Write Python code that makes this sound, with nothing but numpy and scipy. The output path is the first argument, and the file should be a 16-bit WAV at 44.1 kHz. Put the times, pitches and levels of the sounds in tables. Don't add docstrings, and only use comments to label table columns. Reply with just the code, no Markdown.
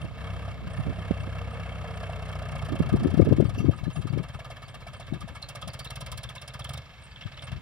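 import sys
import numpy as np
from scipy import signal
from scipy.fft import rfft, irfft, next_fast_len
from scipy.io import wavfile
from scipy.ndimage import uniform_filter1d

SR = 44100
rng = np.random.default_rng(int(sys.argv[2]) if len(sys.argv) > 2 else 0)


def magnitude_from_level(level_db):
    exponent = np.asarray(level_db, float) / 20
    return 10 ** exponent


def generate_wav(signal):
    frames = np.transpose(np.atleast_2d(signal))
    scaled = np.clip(frames, -1, 1) * 32767
    pcm = np.round(scaled).astype(np.int16)
    wavfile.write(sys.argv[1], SR, pcm)


N = 335601

# (frequency [Hz], level [dB per Hz])
FIELD_COLOUR = [(20, -31), (40, 2.5), (100, 5), (200, -9.5), (330, -19), (680, -16), (2500, -18.5),
                (3700, -21), (5600, -39), (6900, -32.5), (8500, -36.5), (10800, -40), (12000, -44),
                (16000, -56)]
# (time [s], left level [dB], right level [dB])
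BREEZE = [(0, -39.5, -40.5), (1.3, -40, -41), (2.3, -40, -45), (3.5, -31, -51), (4.3, -47.5, -51.5),
          (4.9, -46, -53.5), (5.6, -50, -57), (6.9, -59, -74), (7.6, -50, -43)]
# (time [s], flutter level [dB], bass over flutter [dB], length [ms])
LEFT_GUSTS = [(0.68, -55.5, 27, 18), (1.22, -54, 21, 50), (2.556, -64, 30.5, 74), (2.821, -45, 18, 20),
              (2.864, -41.5, 10, 97), (2.943, -19.5, -5, 28), (3.0, -47, 23.5, 72), (3.059, -20.5, -7, 31),
              (3.138, -32, 9, 46), (3.2, -11.5, -5, 26), (3.318, -17.5, -7, 34), (3.404, -21, -2, 15),
              (3.41, -27, -0.5, 91), (3.646, -32, 5.5, 137), (3.688, -20, 3, 18), (3.834, -49.5, 28, 16),
              (3.878, -41, 18.5, 48), (3.991, -44, 22, 45), (4.061, -48, 21.5, 44), (4.17, -33, 9, 93),
              (4.356, -49.5, 17, 24), (5.14, -39.5, 12, 61), (5.238, -51, 18, 51), (5.32, -58.5, 21.5, 33),
              (5.67, -66, 31, 60), (6.048, -67, 23.5, 140), (6.147, -66, 29.5, 66), (6.277, -63.5, 26, 30),
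              (7.262, -59, 30, 19), (7.528, -69, 32, 63), (7.568, -67, 36.5, 26)]
RIGHT_GUSTS = [(0.048, -41, 13.5, 29), (0.649, -43, 7.5, 62), (0.798, -50.5, 28.5, 29),
               (0.887, -32.5, 8, 61), (0.921, -61, 3, 25), (0.998, -42.5, 8, 32), (1.114, -24.5, -1, 11),
               (1.272, -36, 4, 17), (2.726, -31.5, 3, 60), (2.805, -21, 5, 16.4), (2.862, -42, 13, 44),
               (2.945, -23.5, -2, 32), (3.027, -38.5, 11.5, 80), (3.086, -27.5, -3, 22),
               (3.274, -21, -4, 36), (3.338, -43, 10.5, 90), (3.381, -56, -3, 40), (3.58, -52, 19, 105),
               (3.646, -48, 16, 36), (4.141, -53, 19, 14), (7.544, -77, 13, 36)]
# (time [s], peak pressure [full scale], frequency [Hz])
LEFT_POPS = [(2.9266, 0.28, 135), (2.9417, 0.36, 200), (2.9493, 0.17, 90), (3.0517, -0.22, 200),
             (3.0587, -0.43, 240), (3.0971, 0.13, 90), (3.1285, 0.2, 200), (3.1439, -0.33, 200),
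             (3.1775, -0.37, 165), (3.1902, -0.22, 90), (3.2011, -0.77, 200), (3.2083, -0.47, 240),
             (3.222, 0.61, 90), (3.229, -0.36, 240), (3.2382, -0.16, 90), (3.2934, 0.13, 90),
             (3.3152, -0.41, 240), (3.3254, -0.6, 135), (3.3476, -0.17, 90), (3.3861, -0.32, 240),
             (3.4018, 0.6, 135), (3.4259, -0.37, 200), (3.4557, 0.31, 110), (3.4869, -0.14, 110),
             (3.6064, 0.21, 165), (3.6559, -0.22, 135), (3.6734, 0.16, 135), (3.6874, -0.26, 290),
             (3.6956, 0.52, 135), (3.7046, 0.13, 90), (3.8806, -0.19, 200), (4.1068, 0.16, 135),
             (4.1375, 0.18, 110), (4.2044, 0.2, 135)]
RIGHT_POPS = [(0.8032, -0.14, 110), (0.8872, -0.13, 110), (0.9017, 0.08, 90), (1.111, 0.37, 240),
              (1.1198, -0.1, 135), (2.6356, 0.09, 110), (2.7241, -0.12, 240), (2.7314, -0.09, 110),
              (2.7461, -0.13, 200), (2.8037, 0.32, 165), (2.8184, -0.1, 165), (2.9334, 0.16, 200),
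              (2.9527, 0.16, 110), (3.021, -0.12, 200), (3.03, -0.21, 165), (3.0479, 0.1, 165),
              (3.0734, 0.07, 90), (3.271, 0.17, 165), (3.278, 0.28, 110), (3.2918, 0.2, 200),
              (3.3047, 0.1, 110), (3.3797, -0.07, 90)]
# (time [s], peak pressure [full scale], frequency [Hz], port [0 left, 1 right])
STRAY_POPS = [(5.126, .17, 220, 0), (5.245, .07, 150, 0), (7.263, .075, 105, 0), (7.53, -.1, 120, 0),
              (3.3256, -.3, 400, 0), (3.4018, .25, 400, 0), (3.4058, -.42, 330, 0), (3.646, -.2, 280, 0),
              (3.5806, .1, 260, 0), (4.056, .1, 240, 0), (4.175, .14, 380, 0), (1.111, .12, 550, 1),
              (2.8045, .15, 450, 1), (3.274, -.3, 400, 1)]
# (time [s], level [dB], frequency [Hz], 60 dB decay [s])
CLINKS = [(.012, -49, 9200, 0.22), (.76, -52, 9200, 0.36), (.76, -62, 6800, .1), (3.463, -49.5, 4600, 0.07),
          (3.56, -58, 5720, 0.28), (3.585, -40, 2750, 0.15), (3.575, -53, 4650, 0.25),
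          (3.585, -49, 5740, 0.18), (3.58, -49, 5250, .06), (3.585, -52, 7400, 0.099),
          (3.586, -53, 10400, 0.11), (3.575, -61, 11600, .2), (3.84, -54.5, 4060, 0.24),
          (3.93, -52, 6800, 0.35), (3.93, -48, 9200, 0.18), (3.958, -46, 9200, 0.22),
          (4.093, -43, 4570, 0.055), (5.793, -42, 4450, 0.08), (5.8, -42, 4600, .14),
          (7.115, -54, 4600, 0.1), (7.06, -65, 7800, .9), (7.24, -68, 7800, .9), (3.585, -63, 12300, .07),
          (3.585, -63, 14100, .07), (3.58, -50, 6050, .18), (4.65, -54, 4550, .14), (4.83, -54, 4050, .1),
          (4.955, -55, 4550, .14), (6.21, -51, 4000, .1), (6.77, -48, 3620, .1), (3.59, -54, 9000, .08)]
# (time [s], peak level [dB], frequency [Hz])
CHIPS = [(5.027, -35, 3600), (5.1342, -35, 3730), (5.4251, -23, 4200), (5.431, -33, 4050),
         (5.6246, -27.5, 3390), (5.6999, -34, 4600), (5.8491, -32, 3510), (5.8716, -28, 3930),
         (6.1764, -41, 4940), (6.2377, -29, 3600), (6.2881, -26.5, 3420), (6.3799, -28.5, 3680),
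         (6.5026, -36, 3750), (6.6184, -29.5, 3470), (6.6473, -29, 3210), (6.669, -35, 3600),
         (6.6947, -32, 3380), (6.7347, -37, 3650), (6.7566, -35, 3700), (7.1586, -30.5, 3330),
         (7.21, -30.5, 2840), (7.236, -33, 3390), (7.3422, -38, 3900), (7.3736, -30, 2980),
         (7.3911, -29.5, 3520), (7.4919, -35, 2900)]
# (time [s], level [dB], start in the rasp [samples], length [s])
BUZZES = [(.70, -62, 8200, .05), (1.19, -64, 8900, .04), (3.44, -66, 8500, .05), (3.735, -64, 8500, .05),
          (1.5, -66, 8500, .05), (1.93, -65, 8500, .05), (3.988, -66, 8500, .05), (4.32, -65, 8500, .05),
          (4.67, -66, 8500, .05), (4.94, -66, 8500, .05), (6.68, -62, 8500, .045), (5.33, -64, 8500, .05),
          (7.01, -60, 8500, .055), (7.415, -55, 8600, .048)]
# (time [s], firing rate [firings/s])
SPEED = [(0.0, 29.867), (0.39, 33.655), (0.69, 30.368), (0.98, 32.893), (1.65, 32.69), (3.09, 28.216),
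         (3.36, 25.482), (3.71, 15.154), (4.21, 19.291), (4.62, 16.735), (5.29, 13.605), (5.97, 19.067),
         (6.4, 15.788), (6.51, 16.444), (6.77, 24.592), (6.89, 25.261), (7.29, 17.974), (7.61, 23.2)]
# (time [s], effort [dB])
EFFORT = [(0, -3.5), (.35, -6.5), (1.15, -7), (1.4, -8), (1.65, -7.5), (1.9, -6), (2.4, 0), (3.15, 1),
          (3.9, -4), (4.4, 0.5), (4.7, -1), (5.3, 5), (5.6, 11), (6.2, 12.5), (6.4, 6.5), (6.76, 12),
          (7.44, 5), (7.61, -4)]
# (start [s], length [s], share cut [0-1])
COASTS = [
    (0.07, 0.094, 0.6),
    (0.548, 0.11, 0.51),
    (3.626, .12, 0),
    (4.754, 0.062, 0.05),
    (6.807, 0.38, 0.99),
    (7.17, 0.25, 0.45),
    (7.58, .1, 0.9),
]
# (time [s], share side-on [0-1])
SWING = [(0, 0.2), (2, 0), (2.5, 0), (4.5, 0.17), (5.9, 0.65), (6.8, 0.63), (7.2, 1.01), (7.61, 0.75)]
# (first [dB], second [dB], third
# [dB], fourth [dB])
CYLINDERS = [
    (5.5, 4.5, 4, 3.5),
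    (7, 5.5, 7.5, 1),
    (-2, -3, -2.5, -3.5),
    (0.5, -9, -1, -10),
]
# (base [dB], per doubling of speed [dB], share of effort [dB/dB], fuel cut [dB], side-on [dB])
LAYERS = [
    (-43, 11.5, 0.27, -15.5, -0.3),
    (-48.5, 7.5, 0.49, -15, -12),
    (-48, 2.5, 0.3, -10.5, -6),
    (-60, 2.5, 0.65, -8, 5.5),
    (-63, 4, 0.96, -35, 1),
    (-68.5, 4.5, 0.086, -2.5, 19),
]
# (frequency [Hz], level [dB per Hz])
THUMP_COLOUR = [(20, -52), (35, -45), (55, 23), (75, 18.5), (110, 7), (140, 9), (175, 2), (210, 1),
                (300, -13), (600, -76)]
ROAR_COLOUR = [(300, -48.5), (420, -2.5), (560, 8), (700, 3.5), (880, -3.5), (1230, 3), (1700, -4),
               (2700, -6.5), (3400, -12), (4500, -56.5), (9000, -90)]
CLATTER_COLOUR = [(1200, -55), (3200, -5), (4500, -12), (5600, -13.5), (6200, -52), (10000, -59)]
PUFF_COLOUR = [(3000, -59), (5500, -10), (6900, -6), (8200, -5), (9250, 1), (10500, -8), (11500, -16),
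               (15800, -73)]
# (frequency [Hz], width [Hz], level [dB])
PIPE = [(1018, 93, -4), (1237, 110, 2), (1703, 170, -2.5), (2232, 100, -2.5), (2726, 140, -3),
        (3174, 100, -5), (4540, 46, -22)]
# (frequency [Hz], share [0-1])
SAME = [(100, 0.87), (600, 0.98), (1200, 0.95), (2500, 0.75), (4000, 0.9), (6000, 0.6), (9000, 0.7),
        (14000, 0.7)]
# (frequency [Hz], left minus right [dB])
LEAN = [(60, 2), (120, -3.5), (240, -0.5), (480, 0.0), (950, -1), (1890, 1), (3770, -3.5), (7520, -1.5),
        (15000, -11.5)]
# (frequency [Hz], left leads by [rad])
LEAD = [(600, -0.25), (1200, 0), (2500, -1.43), (4000, -1.5), (5500, -.5), (7000, -4), (9000, -4),
        (14000, -4.5)]
# (frequency [Hz], share [0-1])
ECHO = [(400, 0.012), (950, 0.033), (1450, 0.33), (1900, 0.48), (2900, 0.55), (3400, 0.065), (6000, 0.24)]

FIELD_DB = -50
FIRST_TURN = .70
REFERENCE_SPEED = 18.5
CUT_EDGE_S = 0.067
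FAN_HZ_PER_FIRING, FAN_DB, FAN_CUT_DB = 14.2, -55.5, -7
FAN_FADES_BELOW, FAN_FADE_DB_PER_FIRING = 30.4, 13.5
PIPE_DB, PIPE_CHANCE_DB = -2.5, 6
PIPE_LATE = .14
ROAR_LATE_S = .006
POP_EDGE = 0.52
ECHO_S = 1 / 484
EDGE_HZ = 15920


def evened(x):
    return x / np.sqrt(np.mean(x ** 2) + 1e-20)


def read(points, hz):
    f, value = np.transpose(points)
    return np.interp(np.log(hz + 1), np.log(f + 1), value)


def curves(rows):
    s, *columns = np.transpose(rows)
    return [np.interp(np.arange(N) / SR, s, c) for c in columns]


def add(mix, s, sound):
    part = mix[round(s * SR):][:len(sound)]
    part += sound[:len(part)]


def drift(shape, samples):
    return evened(uniform_filter1d(rng.standard_normal(shape), samples))


def coloured(x, points):
    log_gain = np.log(magnitude_from_level(read(points, abs(np.fft.fftfreq(16384, 1 / SR)))))
    taps = np.fft.ifft(np.exp(np.conj(signal.hilbert(log_gain)))).real[:6000]
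    return evened(signal.oaconvolve(x, taps)[:N])


def band(x, lo_hz, hi_hz, order=2):
    return evened(signal.sosfilt(signal.butter(order, [lo_hz, hi_hz], "band", fs=SR, output="sos"), x))


def field():
    return [magnitude_from_level(FIELD_DB) * coloured(v, FIELD_COLOUR) for v in rng.standard_normal((2, N))]


def breeze():
    lumps = magnitude_from_level(2.0 * np.tanh(drift((2, N), 1800)))
    rumble = band(rng.standard_normal((2, N)), 62, 155.0)
    return magnitude_from_level(np.array(curves(BREEZE))) * evened(lumps * rumble)


def gusts(rows):
    flutter, bass = np.zeros((2, N))
    for s, db, bass_db, ms in rows:
        hump = signal.windows.hann(round(ms * 0.0019 * SR)) ** 1.16
        add(flutter, max(s - ms * 0.00092, 0), magnitude_from_level(db) * hump)
        add(bass, max(s - ms * 0.00097, 0), magnitude_from_level(db + bass_db) * hump)
    noise = rng.standard_normal((3, N))
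    bands = (band(noise[0], 168, 372, order=3), band(noise[1], 77.4, 149.0),
             band(noise[2], 270, 670, order=3))
    mid, low, bright = [v / np.sqrt(uniform_filter1d(v ** 2, 900) + 0.029) for v in bands]
    ragged = magnitude_from_level(3.5 * np.tanh(band(rng.standard_normal(N), 15, 70, order=3)))
    hard = .5 * (ragged * flutter) ** 1.9
    return ragged * (flutter * mid + hard * bright) + bass * low


def pops():
    out, t = np.zeros((2, N)), np.arange(-882, 882) / SR
    snap = np.cos(2 * np.pi * 480 * t) * np.exp(-(600 * t) ** 2)
    left = [(*row, 0) for row in LEFT_POPS]
    right = [(*row, 1) for row in RIGHT_POPS]
    for s, peak, hz, port in left + right + STRAY_POPS:
        swing = np.cos(2 * np.pi * hz * t) * np.exp(-(1.6 * hz * t) ** 2)
        add(out[port], s + t[0], peak * swing)
        add(out[port], s + t[0], POP_EDGE * peak * abs(peak) * snap)
    return signal.sosfiltfilt(signal.butter(2, 48, "high", fs=SR, output="sos"), out)


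def insects():
    out = np.zeros(N)
    wings = 1 + 2.1 * np.cos(2 * np.pi * 240 * np.arange(N) / SR)
    rasp = band(rng.standard_normal(N), 8400, 8500) * wings
    for s, db, hz, length in BUZZES:
        n = round(length * SR)
        swell = np.linspace(.2, 1, n) * signal.windows.tukey(n, .3)
        add(out, s, magnitude_from_level(db) * swell * rasp[round(hz):][:n])
    return out


def birds():
    out, t = np.zeros(N), np.arange(1500) / SR
    u = t[:round(.007 * SR)]
    scatter = rng.standard_normal(1500) * np.exp(-t / 0.027) * (rng.random(1500) < .03)
    for s, db, hz in CHIPS:
        pitch = hz * (.92 + 0.303 * np.exp(-u / 0.0023))
        chip = magnitude_from_level(db - 6.5) * np.sin(2 * np.pi * np.cumsum(pitch) / SR) * np.hanning(len(u))
        add(out, s, chip)
        add(out, s + 0.006, 0.1 * np.convolve(chip, scatter))
    return out


def clinks():
    out, t = np.zeros(N), np.arange(9000) / SR
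    shiver = drift((len(CLINKS), len(t)), 150)
    for (s, db, hz, t60), chatter in zip(CLINKS, shiver):
        ring = np.sin(2 * np.pi * hz * t)
        ring += .5 * np.sin(2 * np.pi * 1.005 * hz * t)
        ring += .4 * np.sin(2 * np.pi * .987 * hz * t)
        onset = 1 - np.exp(-t / .002)
        add(out, s, magnitude_from_level(db - 60 * t / t60) * (.9 + .4 * chatter) * ring * onset)
    return out


def fuel_cut():
    cut = np.zeros(N)
    for s, length, share in COASTS:
        add(cut, s, share * np.ones(round(length * SR)))
    return uniform_filter1d(cut, round(CUT_EDGE_S * SR))


def layer_levels():
    doublings = np.log2(curves(SPEED)[0] / REFERENCE_SPEED)
    controls = [np.ones(N), doublings, curves(EFFORT)[0], fuel_cut(), curves(SWING)[0]]
    return np.array(LAYERS) @ np.array(controls)


def firings():
    speed = curves(SPEED)[0]
    turns = FIRST_TURN + np.cumsum(speed) / SR
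    number = turns.astype(int)
    spread_db = np.array([[1.3], [2.1], [.8], [2.6]])
    chance_db = rng.standard_normal((300, 4))[number].T * spread_db
    chance_db *= np.clip(1 - 0.027 * (speed - 22), .3, 1)
    size_db = chance_db + np.array(CYLINDERS)[:, number % 4]
    return {"turns": turns, "size_db": size_db, "colour_db": chance_db[[3, 2, 0, 1]],
            "levels_db": layer_levels()}


def fan():
    speed = curves(SPEED)[0]
    fade_db = FAN_FADE_DB_PER_FIRING * np.clip(FAN_FADES_BELOW - speed, 0, 2)
    db = FAN_DB + FAN_CUT_DB * fuel_cut() - fade_db
    fuzz = uniform_filter1d(uniform_filter1d(rng.standard_normal((2, N)), 1500), 1500)
    tone = np.exp(2j * np.pi * np.cumsum(FAN_HZ_PER_FIRING * speed) / SR)
    return magnitude_from_level(db) * evened(((fuzz[0] + 1j * fuzz[1]) * tone).real)


def thump_and_knock(source):
    speed, levels_db = curves(SPEED)[0], source["levels_db"]
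    fired, blown = (np.diff(np.floor(source["turns"] - late), prepend=0) > 0 for late in (0, .22))
    t = np.arange(3000) / SR
    boom = -np.cos(2 * np.pi * 124 * t) * np.exp(-t / 0.012)
    first = 1.05 * (speed / 32) ** 4.6
    pulses = first * np.roll(fired, round(0.0019 * SR)) + np.roll(blown, round(0.00638 * SR))
    booms = signal.oaconvolve(pulses * magnitude_from_level(source["size_db"][2]), boom)[:N]
    size = next_fast_len(N)
    silencer = magnitude_from_level(read(THUMP_COLOUR, np.fft.rfftfreq(size, 1 / SR)))
    thump = evened(irfft(rfft(booms, size) * silencer, size)[:N])
    ring = np.sin(2 * np.pi * 670 * t) * (t / .003) * np.exp(-t / 0.0021)
    rattle = fired + 0.23 * np.roll(fired, 90) * rng.standard_normal(N)
    knock = evened(signal.oaconvolve(np.roll(rattle, 60) * magnitude_from_level(source["size_db"][3]), ring)[:N])
    speed_makeup = np.sqrt(24 / speed)
    return speed_makeup * (magnitude_from_level(levels_db[0] - 1.6) * thump + magnitude_from_level(levels_db[1] - 4.0) * knock)


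def pipe(source):
    number, out = source["turns"].astype(int), np.zeros(N)
    fuel = np.clip(1 - .8 * fuel_cut(), 0, 1)
    chance, noise = rng.standard_normal((300, len(PIPE), 2)), rng.standard_normal(N)
    for k, (hz, width_hz, db) in enumerate(PIPE):
        late = PIPE_LATE * abs(chance[number, k, 0])
        strength = magnitude_from_level(PIPE_CHANCE_DB * np.tanh(chance[number, k, 1]))
        angle = np.clip(source["turns"] % 1 - late, 0, 1)
        puff = fuel * angle * np.exp(-angle / 0.11) + .02 * (1 - fuel)
        r = np.exp(-np.pi * width_hz / SR)
        poles = [1, -2 * r * np.cos(2 * np.pi * hz / SR), r * r]
        out += magnitude_from_level(db) * evened(signal.lfilter([1, 0, -1], poles, noise * puff * strength))
    return magnitude_from_level(source["levels_db"][2] + PIPE_DB) * evened(out)


def engine(source):
    speed = curves(SPEED)[0]
    roar_db, clatter_db, hiss_db, block_db = source["levels_db"][2:]
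    angle = (source["turns"] + 0.027 * drift(N, 700) * (speed / 20) ** 3.2) % 1
    size_db = source["size_db"] + 2.0 * drift(N, 90)
    long_puff = evened(magnitude_from_level(size_db[0]) * angle * np.exp(-angle / 0.18))
    short_puff = evened(magnitude_from_level(size_db[1]) * (angle / .06) ** 2 * np.exp(-angle / 0.053))
    fuel = np.clip(1 - 0.7 * fuel_cut(), .08, 1)
    long_puff, short_puff = (fuel * puff + 0.15 * (1 - fuel) for puff in (long_puff, short_puff))
    crisp = 1 - .88 * np.clip((speed - 30.6) / 1.6, 0, 1)
    short_puff = crisp * short_puff + 0.68 * (1 - crisp)
    swell = 0.35 * magnitude_from_level(2 * drift(N, 5000))
    rush = (speed / 24) ** 2
    flow = rng.standard_normal((4, N)) * magnitude_from_level(0.34 * source["colour_db"])

    roar = coloured(flow[0] * (long_puff + 0.95 * rush), ROAR_COLOUR)
    roar = np.roll(roar, round(ROAR_LATE_S * SR))
    clatter = coloured(flow[1] * (1.3 * short_puff + 0.52 * long_puff + 0.55 * rush), CLATTER_COLOUR)
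    hiss = coloured(flow[2] * (short_puff + 0.034 * long_puff + swell * (speed / 32) ** 4), PUFF_COLOUR)
    sizzle = band(flow[3] * (short_puff + 0.35 * swell * (speed / 30) ** 2), 9900, 15900)
    sizzle_db = 1.8 * (hiss_db + 56.5) - 75
    block = band(flow[3, ::-1] * (long_puff + 0.071), 1250, 3100)
    valves = band(flow[2, ::-1] * crisp * short_puff, 4700, 5750, order=3)
    exhaust = magnitude_from_level(roar_db - 0.5) * roar + magnitude_from_level(hiss_db - 2.5) * hiss + magnitude_from_level(sizzle_db) * sizzle
    metal = magnitude_from_level(clatter_db - 2.5) * clatter + magnitude_from_level(block_db) * block + magnitude_from_level(clatter_db - 14) * valves
    return exhaust + metal


def ports(direct, scattered):
    size = next_fast_len(N)
    hz = np.fft.rfftfreq(size, 1 / SR)
    same = np.clip(read(SAME, hz), 0, 1)
    a, b = rfft(direct, size), rfft(scattered, size)
    half = magnitude_from_level(read(LEAN, hz) / 2) * np.exp(.5j * read(LEAD, hz))
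    pair = np.array([a * half, (same * a + np.sqrt(1 - same ** 2) * b) / half])
    pair *= 1 - np.clip(read(ECHO, hz), 0, .95) * np.exp(-2j * np.pi * hz * ECHO_S)
    return 1.04 * irfft(pair, size)[:, :N]


def scene():
    far, far_scattered = field()
    small_life = insects() + birds() + clinks()
    source = firings()
    solid = fan() + thump_and_knock(source) + pipe(source)
    air = ports(engine(source) + solid + small_life + far, engine(source) + far_scattered)
    wind = breeze() + pops() + np.array([gusts(LEFT_GUSTS), gusts(RIGHT_GUSTS)])
    return air + wind


def low_pass(x):
    return signal.sosfilt(signal.butter(12, 16660, fs=SR, output="sos"), x)


def record(dry):
    squeezed = np.tanh(dry + dry ** 3 / 3)
    lowpass = signal.firwin(511, EDGE_HZ, window=("kaiser", 9), fs=SR)
    limited = signal.oaconvolve(squeezed, lowpass[None], "same")
    return low_pass(limited)


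dry = scene()
out = record(dry)
generate_wav(out)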